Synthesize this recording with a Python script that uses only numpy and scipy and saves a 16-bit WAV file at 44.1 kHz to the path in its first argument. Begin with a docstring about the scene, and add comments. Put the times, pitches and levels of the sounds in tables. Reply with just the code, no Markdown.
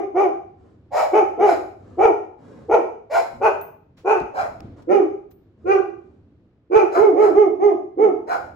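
"""A hound barks at the front door of a tiled hallway, heard from a hand-held phone with two microphones.
Its barks arch in pitch, brighten as the jaw opens and break up when forced; a few thump the microphone.
A small dog adds high, hoarse yaps, and slack folds growl between the runs; door and tiles echo them all.
Halfway the phone swings down towards the carpet: it bumps and clicks, and a collar tag rings.
Underneath lie the rumble of the hand, a brief faint hum and the hush of the house."""
import sys
import numpy as np
from scipy import signal
from scipy.fft import rfft, irfft, next_fast_len
from scipy.io import wavfile

SR = 44100
rng = np.random.default_rng(int(sys.argv[2]) if len(sys.argv) > 2 else 0)


def store_wav(level_fs):
    """Save 16-bit WAV to argv[1]."""
    pcm = np.round(np.clip(np.atleast_2d(level_fs), -1, 1) * 32767)
    wavfile.write(sys.argv[1], SR, pcm.T.astype(np.int16))


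N = 377055

# the hound at the door: start_s, length_s, pitch_hz, roughness (0-1), jaw (0 nearly shut, 1 wide), level_db
HOUND_BARKS = [(-.13, 0.096, 400.3, 0.24, 0.27, -16), (0.134, 0.17, 399.6, 0.24, 0.43, -18.5),
               (1.113, 0.13, 416.3, 0.45, 0.52, -15.5), (1.369, 0.17, 401.1, 0.29, 0.37, -17),
               (1.969, .158, 422.9, 0.55, 0.51, -15), (2.682, .128, 406.3, 0.73, .52, -16.5),
               (3.399, 0.12, 408.6, 0.64, 1, -17), (4.033, 0.17, 399.8, 0.55, 0.93, -18.4),
               (4.869, 0.17, 405.2, 0.28, .42, -19), (5.64, 0.17, 394.2, .18, 0.88, -18.5),
               (6.696, .17, 413.9, 0.41, .75, -16), (6.95, .195, 434, 0.2, 0.16, -19.5),
               (7.133, 0.2, 424.6, 0.26, 0.26, -20), (7.321, .18, 427.1, .09, .13, -19.5),
               (7.58, .168, 418.7, 0.09, 0.11, -21), (7.963, 0.17, 429.5, 0.34, 0.19, -20.5)]
# the small dog: start_s, length_s, pitch_hz, roughness (0-1), level_db
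SMALL_DOG_YAPS = [(0.901, 0.19, 630.2, 0.62, -21.5), (1.427, 0.16, 685.5, 0.89, -23.5),
                  (3.086, 0.16, 675.3, 0.78, -20.5), (4.32, .165, 691.5, .8, -24),
                  (6.894, .16, 684, 0.87, -21), (7.168, .165, 671.3, 0.5, -24.5),
                  (8.253, 0.15, 721.7, 0.77, -22.5)]
# throat and muzzle resonances of each dog: shut_hz, open_hz, width_hz, gain_db
HOUND_THROAT = [(321.5, 630, 560, -0.5), (483, 440, 39, -8.5), (698, 868, 170, -1.5),
                (1190, 1496, 150, -8.5), (1780, 1980, 97, -14.5), (2115, 2490, 230, -6.5),
                (3150, 2720, 330, -27), (3450, 4250, 120, -30.5), (4980, 4850, 100, -31),
                (5650, 5550, 380, -33), (6170, 6200, 360, -27), (6460, 7100, 380, -34),
                (9700, 10000, 3000, -39.5)]
SMALL_DOG_THROAT = [(635, 830, 290, 5.5), (950, 2500, 98, -25.5), (1240, 1580, 170, -13.5),
                    (1960, 2130, 770, -6.5), (2070, 2400, 87, -9.5), (2620, 1200, 320, -22.5),
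                    (4100, 4050, 190, -18), (4900, 5140, 910, -22), (6810, 6900, 1200, -28),
                    (11600, 11500, 8500, -37.5)]
# notches cut by side branches of the hound's muzzle: centre_hz, width_hz, depth (0-1)
MUZZLE_NOTCHES = [(3240, 270, 0.4), (3900, 390, 0.7), (4540, 260, 0.3)]
REGISTER_EDGES_HZ = (544, 1100, 1498)  # split a voice into four registers: chest, mouth, bite, edge
# the hound's balance, jaw nearly shut, then wide open: chest_db, mouth_db, bite_db, edge_db
HOUND_BALANCE = [(4.12, 0.8, -21, -24), (-2, 1.5, -9, -13.5)]
YAP_BALANCE_DB = (-9.5, 3, -11, -15)
# left microphone minus right, facing the door, then the carpet: chest_db, mouth_db, bite_db, edge_db
REGISTER_PAN = [(0, 0.13, 0.85, 3.2), (-4, -4.8, 7.8, 0.52)]
# change in each register once the phone faces the carpet
HOUND_TURNED_DB, YAP_TURNED_DB = (5, -3.5, -1.6, -0.3), (-3.5, -4.5, 2.7, -5)
TURN_S, TURNED_LAG_S = (3.75, 4.6), .00047  # after this swing the barks reach the right microphone later

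# growls in the hallway: start_s, length_s, pulse_hz, level_db, throat_open_db
GROWL_EVENTS = [(0.566, 0.2, 91.8, -52.5, 3.5), (1.778, 0.27, 92.2, -45.5, 5.5),
                (2.376, 0.32, 65.85, -45, 8.5), (3.301, 0.16, 84.9, -45, -18.5),
                (4.759, 0.059, 67.8, -44, 4), (5.568, 0.19, 83, -48, -2.5), (5.945, 0.26, 86.8, -57.5, 2)]
# a growl's tone through the muzzle: frequency_hz, gain_db
GROWL_SPECTRUM = [(40, -26), (90, 2.5), (140, -10), (250, -3.5), (550, -15), (800, -25), (1200, -26),
                  (2500, -43.5), (8000, -51.5), (16000, -76.5)]
# low thumps: the microphone overloading on loud barks, and bumps or steps as the phone swings
# (4.2 and 4.6 s): start_s, level_db, t60_s
THUMP_EVENTS = [(2.03, -60, .16), (2.73, -28.5, 0.05), (4.207, -29, 0.12), (4.62, -39, 0.41),
                (6.768, -29, 0.027), (7.003, -37, .1)]
# small clicks close to the phone: start_s, level_db, t60_s
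CLICK_EVENTS = [(3.968, -53.5, 0.24), (4.201, -39.5, 0.014), (4.605, -35, 0.0067), (4.82, -56, 0.058),
                (5.309, -57, 0.066)]
# tone of the thumps and of the clicks: frequency_hz, gain_db
THUMP_SPECTRUM = [(20, -28.5), (60, -10), (100, -4.5), (160, -15), (300, -10.5), (1000, -39.5), (4000, -51),
                  (14000, -78.5)]
CLICK_SPECTRUM = [(200, 13), (1800, 2.5), (6000, -4), (9000, -14), (16000, -19)]
# strikes on the collar tag: start_s, gain_db
TAG_STRIKES = [(3.613, -38.5), (5.307, -57)]
# ringing modes of the tag: frequency_hz, gain_db, t60_s
TAG_MODES = [(4880, -54.5, 0.45), (6200, -34, 0.14), (10400, -23, 0.13), (14600, -2, .29),
             (15020, -17, .11)]
# swings of the hand holding the phone: centre_s, half_length_s, level_db
HAND_SWINGS = [(1.7, 0.45, -55.5), (4.539, .2, -42.5), (7.15, .25, -58.5), (8.55, 0.22, -49.5)]
# partials of the low hum: harmonic_number, level_db
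HUM_PARTIALS = [(4, -67.5), (5, -64), (6, -68.5), (7, -63)]
# reverberation of the tiled hallway: frequency_hz, t60_s
HALLWAY_DECAY = [(100, 1), (260, 0.51), (700, 0.49), (1840, 0.47), (4850, 0.48), (14000, 0.49)]
# room tone of the still house: frequency_hz, gain_db
HUSH_SPECTRUM = [(20, -17.5), (60, -8.5), (100, 2), (160, 1.5), (400, -12.5), (700, -17), (1400, -21.5),
                 (3000, -33), (8000, -52.5), (16000, -69.5)]


def hound():
    """Ringing barks: a dark woof with the jaw nearly shut, brighter and flatter in pitch when wide open."""
    out = np.zeros((2, N))
    for start_s, length_s, pitch_hz, rough, jaw, db in HOUND_BARKS:
        register_db = db + blend(HOUND_BALANCE, jaw) + turned(start_s) * np.array(HOUND_TURNED_DB)
        voice = bark(length_s, pitch_hz, rough, jaw, HOUND_THROAT, notches=MUZZLE_NOTCHES,
                     slack_hz=blend((252.4, 332.5), jaw), crest_share=blend((.42, .5), jaw),
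                     overshoot=.36, onset_rough=2.5, opening=(.75, 1.45, 2.1, 2.3),
                     bass_cut_hz=blend((240, 305), jaw),
                     jitter=.043, flutter=.75, rasp=1.4, air_db=4.0, air_hz=6240)
        add(out, start_s, bark_at_phone(voice, start_s, length_s, register_db))
    return out


def small_dog():
    """Hoarse, airy yaps through a partly open mouth."""
    out = np.zeros((2, N))
    for start_s, length_s, pitch_hz, rough, db in SMALL_DOG_YAPS:
        register_db = db + np.array(YAP_BALANCE_DB) + turned(start_s) * np.array(YAP_TURNED_DB)
        voice = bark(length_s, pitch_hz, rough, jaw=0.74, throat=SMALL_DOG_THROAT,
                     slack_hz=522.5, crest_share=.49, overshoot=.02, onset_rough=0.1,
                     opening=(1.5, 1.4, 4.9, 1.8), bass_cut_hz=305.6,
                     jitter=.046, flutter=.8, rasp=1.5, air_db=19.5, air_hz=2410)
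        add(out, start_s, bark_at_phone(voice, start_s, length_s, register_db))
    return out


def bark(length_s, top_hz, rough, jaw, throat, slack_hz, crest_share, overshoot, onset_rough, opening,
         bass_cut_hz, notches=(), attack_s=0.027, jaw_swing=.3, **fold_settings):
    """One push of air, heard at the muzzle: a rough start, then pitch and loudness arch."""
    progress = np.minimum(np.arange(SR // 4) / SR / length_s, 1)
    arch = progress ** (np.log(.5) / np.log(np.clip(crest_share, .1, .9)))  # one half at the crest
    swell = np.abs(np.sin(np.pi * arch))
    # the belly snaps tight near the crest: the voice swells and, when forced, its pitch overshoots
    snap = np.exp(-((arch - .45) / .13) ** 2)
    pitch_hz = top_hz - (top_hz - slack_hz) * np.abs(2 * arch - 1) ** 1.75
    pitch_hz *= 1 + overshoot * rough ** 2 * snap
    push = swell * (1 + 0.15 * snap) * np.minimum(progress * length_s / attack_s, 1)
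    roughness = rough * (1 + onset_rough * (1 - progress) ** 5)
    voice = vocal_folds(pitch_hz, roughness, **fold_settings)
    voice = vocal_tract(voice, throat, jaw + jaw_swing * (swell ** 2 - .8), notches)
    voice = shape(voice, lambda hz: 1 / (1 + (bass_cut_hz / hz) ** 7))  # the voice thins out below bass_cut_hz
    # upper registers need the mouth open: a larger exponent keeps them nearer the crest
    envelopes = push ** np.array(opening)[:, None]
    return (shape(voice, registers) * envelopes).sum(0)


def vocal_folds(pitch_hz, rough, jitter, flutter, rasp, air_db, air_hz):
    """Pulses that jitter, alternate strong and weak and let air rush through when forced."""
    n = len(pitch_hz)
    pitch_hz = pitch_hz * (1 + jitter * (rough + 0.2) * wander(n, 484.8))
    half_phase = np.pi * np.cumsum(pitch_hz) / SR
    pulses = sum(np.cos(2 * k * half_phase) for k in range(1, 21))
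    pulses *= 1 + flutter * rough * (np.cos(half_phase) * wander(n, 60) + wander(n, 400))
    air = rng.standard_normal(n) * (1 + np.cos(2 * half_phase))
    # the pulses thin out in the treble, where turbulence takes over
    tone = shape(pulses, lambda hz: 1 / (1 + (hz / air_hz) ** 4))
    hiss = shape(air, lambda hz: hz ** 2 / (hz ** 2 + air_hz ** 2))
    return tone + rasp * rough * air + undb(air_db) * hiss


def vocal_tract(source, throat, jaw, notches):
    """Throat and muzzle resonances follow the jaw, crossfading between four positions."""
    def resonances(hz, position):
        return sum(undb(db) / (1 + (2 * (hz - blend((shut, wide), position)) / width) ** 2)
                   for shut, wide, width, db in throat)

    def side_branches(hz):
        return 1 - sum(depth * np.exp(-(2 * (hz - centre) / width) ** 2)
                       for centre, width, depth in notches)

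    positions, out = np.linspace(jaw.min(), jaw.max() + .001, 4), 0
    for position, share in zip(positions, np.eye(4)):
        out += shape(source, lambda hz: resonances(hz, position)) * np.interp(jaw, positions, share)
    return shape(out, side_branches)


def bark_at_phone(voice, start_s, length_s, register_db):
    """A bark crosses the hallway; its left-right balance depends on where the phone points."""
    turn = turned(start_s)
    wet = hallway(np.pad(voice, (0, SR // 2)), lag_s=TURNED_LAG_S * turn)
    stereo_db = register_db + np.outer([1, -1], blend(REGISTER_PAN, turn)) / 2
    bands = shape(wet[:, None], registers)
    # a register's level is its energy spread over the length of the bark
    return np.sqrt(length_s) * level(bands, stereo_db[..., None]).sum(1)


def growls(jitter=.05, scatter_db=3, breath=0.12):
    """Slack folds flap slowly and unevenly behind a nearly closed muzzle."""
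    out, t = np.zeros((2, N)), np.arange(SR) / SR
    for start_s, length_s, pulse_hz, db, open_db in GROWL_EVENTS:
        cycles = np.cumsum(pulse_hz * (1 + jitter * wander(SR, 93))) / SR
        pulses = np.diff(np.floor(cycles), prepend=0) * undb(scatter_db * wander(SR, 84))
        push = np.sqrt(np.abs(np.sin(np.pi * np.minimum(t / length_s, 1))))
        voice = colour((pulses + breath * rng.standard_normal(SR)) * push, GROWL_SPECTRUM)
        voice = colour(voice, [(150, 0.0052), (600, open_db)])
        add(out, start_s, level(hallway(voice), db) * np.sqrt(length_s))
    return out


def bursts(events, spectrum):
    """Thumps or clicks at the microphones: short damped noise with no hallway echo."""
    out, t = np.zeros((2, N)), np.arange(SR // 2) / SR
    for start_s, db, t60 in events:
        burst = level(colour(diffuse(len(t)), spectrum), db)
        attack = 1 - np.exp(-20 * t / t60)
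        add(out, start_s, 2 * burst * attack * decay(t, t60))
    return out


def collar_tag():
    """A small metal tag is struck: a tick and a very high ring."""
    out, t = np.zeros((2, N)), np.arange(SR // 2) / SR
    ring = sum(undb(db) * np.sin(2 * np.pi * hz * t) * decay(t, t60) for hz, db, t60 in TAG_MODES)
    tick = undb(-10) * rng.standard_normal((2, len(t))) * np.exp(-t / 0.0018)
    for start_s, db in TAG_STRIKES:
        add(out, start_s, undb(db) * (ring + tick))
    return out


def handling(hold_db=-58, flicker_db=3):
    """The hand rumbles unevenly on the phone: a little while holding it, more in each swing."""
    t = np.arange(N) / SR
    swings = sum(undb(db) * np.exp(-((t - centre_s) / half_s) ** 2) for centre_s, half_s, db in HAND_SWINGS)
    rumble = level(colour(diffuse(N), THUMP_SPECTRUM), 0)
    return rumble * (undb(hold_db) + swings) * undb(flicker_db * wander(N, 5.7))


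def hum(start_s=3.2, length_s=1.1, base_hz=21.8, rise_hz_per_s=6):
    """Faint low partials swell, climb together and fade, perhaps an engine outside."""
    out, t = np.zeros((2, N)), np.arange(int(length_s * SR)) / SR
    cycles = np.cumsum((base_hz + rise_hz_per_s * t) * (1 + 0.016 * wander(len(t), 34))) / SR
    partials = np.sqrt(2) * sum(undb(db) * np.sin(2 * np.pi * k * cycles) for k, db in HUM_PARTIALS)
    add(out, start_s, np.sin(np.pi * t / length_s) * partials)
    return out


def hallway(x, lag_s=0., direct_db=-3, early_db=4, early_s=0.0074):
    """Direct sound, dense early echoes off door and tiles, and a tail; each call gets fresh echoes."""
    t = np.arange(int(.65 * SR)) / SR
    noise, tail = diffuse(len(t), spacing_m=0.28), 0
    centres_hz, t60s = np.transpose(HALLWAY_DECAY)
    for share, t60 in zip(np.eye(len(t60s)), t60s):
        tail += shape(noise, lambda hz: lookup(hz, np.c_[centres_hz, share])) * decay(t, t60)
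    tail *= (1 + undb(early_db) * np.exp(-t / early_s)) * np.minimum(t / 0.0023, 1)
    response = level(tail, 0) / np.sqrt(len(t))
    response[0, 0] += undb(direct_db)
    response[1, int(abs(lag_s) * SR)] += undb(direct_db)
    return signal.fftconvolve(x[None], response, axes=1)[:, :len(x)]


def house_hush():
    """Low, steady room tone from all sides."""
    return level(colour(diffuse(N), HUSH_SPECTRUM), db=-65)


def diffuse(n, spacing_m=0.08):
    """Noise from all sides at two microphones: alike in the bass, unrelated in the treble."""
    likeness = lambda hz: .97 * np.sinc(2 * hz * spacing_m / 343)
    mid = shape(rng.standard_normal(n), lambda hz: np.sqrt(1 + likeness(hz)))
    side = shape(rng.standard_normal(n), lambda hz: np.sqrt(1 - likeness(hz)))
    return np.array([mid + side, mid - side])


def turned(time_s):
    """How far the phone has swung: 0 facing the door, 1 facing the carpet."""
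    return np.interp(time_s, TURN_S, (0, 1))


def registers(hz):
    """Gains of the four neighbouring ranges of a voice; they add up to one."""
    below = 1 / (1 + (hz / np.array(REGISTER_EDGES_HZ)[:, None]) ** 16)
    return np.diff(below, axis=0, prepend=0, append=1)


def blend(pair, share):
    """Slide from the first value of a pair to the second."""
    first, second = np.array(pair)
    return first + share * (second - first)


def decay(t, t60):
    """An envelope that falls 60 dB in t60 seconds."""
    return np.exp(-np.log(1000) * t / t60)


def undb(db):
    """Decibels to gain."""
    return 10 ** (np.asarray(db) / 20)


def level(x, db):
    """Set each channel to an rms level."""
    return x * undb(db) / np.sqrt(np.mean(x ** 2, axis=-1, keepdims=True) + 1e-20)


def lookup(hz, points):
    """Read (frequency_hz, value) points on a log-frequency axis."""
    points_hz, values = np.transpose(points)
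    return np.interp(np.log(hz), np.log(points_hz), values)


def shape(x, gain):
    """Filter by a gain that is a function of frequency."""
    n = x.shape[-1]
    size = next_fast_len(n + 2048, True)
    hz = np.arange(size // 2 + 1) * SR / size + 1
    return irfft(rfft(x, size) * gain(hz), size)[..., :n]


def colour(x, points):
    """Filter by a (frequency_hz, gain_db) spectrum."""
    return shape(x, lambda hz: undb(lookup(hz, points)))


def wander(n, hz):
    """A random drift that takes a new direction hz times a second."""
    return np.interp(np.arange(n) * hz / SR, np.arange(2048), rng.standard_normal(2048))


def add(out, start_s, x):
    """Mix a sound in at start_s."""
    start = int(start_s * SR)
    a, b = max(start, 0), min(start + x.shape[-1], N)
    out[:, a:b] += x[..., a - start:b - start]


def scene():
    """Dogs at the door, thumps and small noises, and the house behind them."""
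    hush = house_hush()
    dogs = hound() + small_dog() + growls()
    thumps_and_clicks = bursts(THUMP_EVENTS, THUMP_SPECTRUM) + bursts(CLICK_EVENTS, CLICK_SPECTRUM)
    return dogs + thumps_and_clicks + collar_tag() + handling() + hum() + hush


def record(dry):
    """The phone feeds one microphone's treble to both channels, rounds peaks and cuts the very top."""
    shared_hz, left_lag_s, cutoff_hz = 7000, .00025, 15800
    treble = lambda hz: 1 / (1 + (shared_hz / hz) ** 24)
    late_treble = lambda hz: treble(hz) * np.exp(-2j * np.pi * (hz - shared_hz) * left_lag_s)
    shared = np.array([shape(dry[0], late_treble), shape(dry[0], treble)])
    mix = shape(dry, lambda hz: 1 - treble(hz)) + shared
    rounded = mix / (1 + (mix / .95) ** 6) ** (1 / 6)
    return signal.sosfilt(signal.ellip(8, .2, 70, cutoff_hz, fs=SR, output="sos"), rounded)


dry = scene()
out = record(dry)
store_wav(out)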